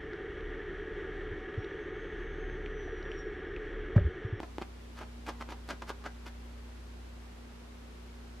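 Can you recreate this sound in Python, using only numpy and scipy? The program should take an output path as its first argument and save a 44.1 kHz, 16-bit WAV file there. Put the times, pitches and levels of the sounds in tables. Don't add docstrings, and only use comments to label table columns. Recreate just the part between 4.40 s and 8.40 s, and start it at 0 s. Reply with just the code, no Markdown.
import sys
import numpy as np
from scipy import signal
from scipy.fft import rfft, irfft, next_fast_len
from scipy.io import wavfile
from scipy.ndimage import map_coordinates

SR = 44100
rng = np.random.default_rng(int(sys.argv[2]) if len(sys.argv) > 2 else 0)


def to_wav(sig):
    pcm = np.clip(np.atleast_2d(sig), -1, 1) * 32767
    pcm = np.round(pcm).astype(np.int16)
    wavfile.write(sys.argv[1], SR, pcm.T)


N = 176400

# start in seconds, relative level in dB, brightness in dB per octave.
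KNOCK_CUES = [(0.0028, -21, 0.5), (0.1835, -18.5, 0.5)]
# frequency in Hz, relative level in dB.
KNOCK_EQ = [(40, -20), (130, -1), (300, 9), (550, -1), (900, -0.5), (1500, -13), (3000, -16), (6000, -32),
            (14000, -46)]
# pitch in Hz, relative level in dB, seconds to fade by 60 dB.
CRUMB_MODES = [(198, -41, .06), (350, -34, 0.023), (515, -45, 0.042), (663, -41, 0.055), (850, -39, .06),
               (1450, -42, 0.042)]

# firmest moment in seconds, rise and fall in seconds, level in dB,
# brightness in dB per octave, local crust resonance in Hz.
SCRATCH_CUES = [ (0.031, 0.01, 0.017, -39.5, -2, 704), (0.2221, 0.014, 0.012, -39, 0, 2730),
                (0.589, 0.037, 0.017, -48, 3, 1310), (0.613, 0.019, 0.028, -42.5, -0.5, 800),
                (0.632, 0.008, 0.019, -46, -1, 706), (0.867, 0.0084, 0.024, -43, 2.5, 2500),
                (0.886, 0.013, 0.034, -35, 0, 890), (1.011, .014, .016, -42.5, 1, 1400),
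                (1.022, .012, 0.01, -42.5, .5, 1000), (1.108, 0.025, .014, -42.5, 1.5, 795),
                (1.121, .008, 0.022, -40.5, 0, 814), (1.289, 0.0049, 0.017, -40, 2, 1400),
                (1.306, 0.023, 0.036, -38.5, 1, 580), (1.423, 0.0045, .020, -40, -0.7, 970),
                (1.494, 0.021, 0.011, -40.5, 3.5, 1280), (1.504, 0.014, 0.015, -36, -0.3, 1100),
                (1.641, .005, 0.027, -47, 1.5, 1200), (1.663, 0.017, 0.022, -39, -0.05, 1660),
                (1.863, 0.0083, 0.022, -44.5, 2, 795), (1.879, 0.024, 0.018, -48, 3, 1670)]
# frequency in Hz, relative level in dB.
CRUST_EQ = [(60, -18.5), (150, -4), (280, 4.5), (550, -0.5), (880, -1), (1300, -1), (1960, -7.5),
            (2850, -10.5), (3650, -16), (4700, -16.5), (6000, -20.5), (8500, -29), (12400, -31.5),
            (15000, -43)]
# start in seconds, relative level in dB, brightness in dB per octave.
SNAP_CUES = [(0.216, -16.5, -3), (0.2211, -19.5, -2), (0.5897, -27, 1.5), (0.6123, -23.5, -4.5),
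             (0.6328, -34, 1), (0.8795, -45, -3), (0.888, -31, 6), (0.8942, -23.5, 4), (1.0159, -22.5, 0),
             (1.0235, -30, -1.5), (1.0251, -25.5, 1.5), (1.0896, -21, -1.5), (1.1072, -32, 5.5),
             (1.1209, -30, 0), (1.278, -42, 14), (1.289, -27, 1.5), (1.3034, -19, 1), (1.307, -18.5, 3),
             (1.3357, -23, -8), (1.4203, -24.5, 2), (1.503, -23.5, 1.5), (1.6612, -25, -1.5),
             (1.664, -21.5, -.5), (1.6673, -37, 2)]
BENDING_HZ = [2100, 2900, 3860, 5200, 6500, 7950, 10000]

# frequency in Hz, seconds to fade by 60 dB.
ROOM_DECAY = [(150, 0.33), (800, 0.56), (2500, 0.27), (10000, 0.12)]
# pitch in Hz, peak gain in dB.
ROOM_MODES = [(569, -5), (780, -2), (850, -4), (961, -5), (1186, -4), (1443, -5), (1607, 0), (1738, -5),
              (1998, -4)]
# pitch in Hz, level in dB.
MOTOR_TONES = [(32.3, -73), (59.2, -49.5), (91.5, -64), (118.4, -70), (177.6, -72), (236.9, -58.5),
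               (269.2, -73), (355.3, -72.5), (414.5, -73)]
# time in seconds, level in dB (only its offset from the mean counts).
MOTOR_SWELL = [(0.0, -52), (0.04, -49), (0.71, -48.5), (1.46, -50), (2.39, -49.5), (3.2, -49.5),
               (3.97, -49), (4.0, -48.5)]
# frequency in Hz, relative level in dB.
AIR_EQ = [(20, -14.5), (45, 0), (80, -5.5), (130, -1), (200, 0.5), (320, 2), (450, -0.5), (650, -4.5),
          (900, -5), (1500, -7.5), (2500, -11), (4000, -14.5), (5200, -17), (8000, -22.5), (12000, -27.5),
          (14000, -31.5), (15000, -49)]
# frequency in Hz, left-right correlation (1 is mono).
AIR_CORRELATION = [(60, 0.99), (150, 0.56), (300, 0.15), (600, 0.084), (1500, 0.05), (4000, 0.05),
                   (12000, 0.041)]


def knocks():
    out, t = np.zeros(N), np.arange(SR // 8) / SR
    for start, db, tilt_db in KNOCK_CUES:
        push = click(lambda hz: curve_at(KNOCK_EQ, hz) + tilt_db * octaves(hz))
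        crumb = sum(amp(level - 60 * t / t60) * np.sin(2 * np.pi * hz * t)
                    for hz, level, t60 in CRUMB_MODES)
        add(out, start, amp(db + 8.5) * push)
        add(out, start, amp(db) * crumb)
    return out


def scratches(edge_db=18.5, ring_db=5, ring_octaves=0.22, grit_db=-10.5, grit_tilt_db=2):
    out, t = np.zeros(N), np.arange(-SR // 10, SR // 10) / SR
    for firmest, rise, fall, db, tilt_db, ring_hz in SCRATCH_CUES:
        def tone(hz):
            ring = ring_db / (1 + (octaves(hz, ring_hz) / ring_octaves) ** 2)
            return curve_at(CRUST_EQ, hz) + tilt_db * octaves(hz) + ring

        pressure = amp(-edge_db * np.maximum(-t / rise, t / fall))
        slips = pressure * nail_slips(t)
        rubbing = pressure * unit_rms(rng.standard_normal(len(t)))
        rasp = signal.fftconvolve(slips, click(lambda hz: tone(hz) + contact_rolloff(hz)))
        grit = signal.fftconvolve(rubbing, click(lambda hz: tone(hz) + grit_tilt_db * octaves(hz)))
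        add(out, firmest + t[0], amp(db) * (amp(grit_db) * grit - rasp))
    return out


def nail_slips(t, count=160, slips_per_s=600, scatter=0.4, spread_db=4.5):
    jitter, sizes = rng.standard_normal((2, count))
    when = (np.arange(count) - count / 2 + scatter * jitter) / slips_per_s
    strength = amp(spread_db * np.minimum(sizes, 1))
    slips = np.bincount(np.searchsorted(t, when), strength, len(t) + 1)[:-1]
    slips[0] = 0
    return unit_rms(slips - slips.mean())


def snaps():
    out = np.zeros(N)
    for start, db, tilt_db in SNAP_CUES:
        snap = click(lambda hz: curve_at(CRUST_EQ, hz) + tilt_db * octaves(hz) + contact_rolloff(hz))
        add(out, start, -amp(db + 2) * snap)
    return out


def contact_rolloff(hz, corner_hz=7500):
    return -10 * np.log10(1 + (hz / corner_hz) ** 4)


def crust_smear(x, q=5):
    def allpass(f, hz):
        resonance = hz * hz - f * f + 1j * f * hz / q
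        return np.conj(resonance) / resonance

    return filtered(x, lambda f: np.prod([allpass(f, hz) for hz in BENDING_HZ], axis=0))


def kitchen(x, tail_db=-16.5, early_db=-12.5, early_s=0.0096, width_db=-6):
    hz, frame_s, noise = signal.stft(rng.standard_normal((2, SR // 2)), SR, nperseg=256)
    decay = amp(-60 * frame_s / curve_at(ROOM_DECAY, hz)[:, None])
    tail = signal.istft(noise * decay, SR, nperseg=256)[1]
    t = np.arange(tail.shape[1]) / SR
    early = rng.standard_normal((3, len(t))) ** 3 * (t / early_s) * np.exp(-2 * t / early_s)
    early /= np.linalg.norm(early, axis=1, keepdims=True)
    room = amp(tail_db) * tail / np.linalg.norm(tail[0]) + amp(early_db) * early[0]
    reverb = signal.fftconvolve(x[None], room, axes=1)
    treble = filtered(x, lambda hz: hz / np.hypot(hz, 3500))
    width = amp(width_db) * signal.fftconvolve(treble[None], early[1:], axes=1)
    return x + (reverb + width)[:, :N]


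def room_ring(x, width_hz=15.5):
    def bandpass(f, hz):
        damping = 1j * f * width_hz
        return damping / (hz * hz - f * f + damping)

    return filtered(x, lambda f: sum(amp(db) * bandpass(f, hz) for hz, db in ROOM_MODES))


def motor_hum(waver_db=1.54, drift_rad=0.12):
    hum, t = np.zeros(N), np.arange(N) / SR
    for hz, db in MOTOR_TONES:
        level = amp(db + waver_db * wobble(2.98))
        phase = 2 * np.pi * (hz * t + rng.random()) + drift_rad * wobble(1.91)
        hum += level * np.sqrt(2) * np.sin(phase)
    times, swell_db = np.transpose(MOTOR_SWELL)
    return amp(np.interp(t, times, swell_db - swell_db.mean())) * hum


def air(level_db=-55):
    def mid_side_gains(hz):
        angle = np.arccos(curve_at(AIR_CORRELATION, hz)) / 2
        return amp(curve_at(AIR_EQ, hz)) * [np.cos(angle), np.sin(angle)]

    mid, side = filtered(rng.standard_normal((2, N)), mid_side_gains)
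    return amp(level_db) * unit_rms(np.array([mid + side, mid - side]))


def amp(db):
    return 10 ** (np.asarray(db) / 20)


def unit_rms(x):
    return x / np.sqrt(np.mean(x ** 2) + 1e-20)


def curve_at(points, hz):
    freqs, values = np.transpose(points)
    return np.interp(np.log(hz + 1), np.log(freqs + 1), values)


def octaves(hz, ref_hz=1000):
    return np.log2(np.maximum(hz, 100) / ref_hz)


def wobble(knots_per_s):
    position = np.arange(N) * knots_per_s / SR + 2
    return map_coordinates(rng.standard_normal(2048), [position], mode="wrap")


def filtered(x, response):
    size = next_fast_len(N + SR // 2)
    return irfft(rfft(x, size) * response(np.fft.rfftfreq(size, 1 / SR)), size)[..., :N]


def click(tone_db, size=2048):
    cepstrum = irfft(np.log(amp(tone_db(np.fft.rfftfreq(size, 1 / SR)))))
    cepstrum[1:size // 2] *= 2
    cepstrum[size // 2 + 1:] = 0
    pulse = irfft(np.exp(rfft(cepstrum)))
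    return pulse / np.linalg.norm(pulse)


def add(track, start_s, sound):
    i = round(start_s * SR)
    part = sound[max(-i, 0):max(N - i, 0)]
    track[max(i, 0):][:len(part)] += part


def scene():
    bagel = knocks() + crust_smear(scratches() + snaps())
    return kitchen(bagel) + room_ring(bagel) + motor_hum() + air()


def record(dry):
    return filtered(dry, lambda hz: hz < 14950)


dry = scene()
out = record(dry)
to_wav(out)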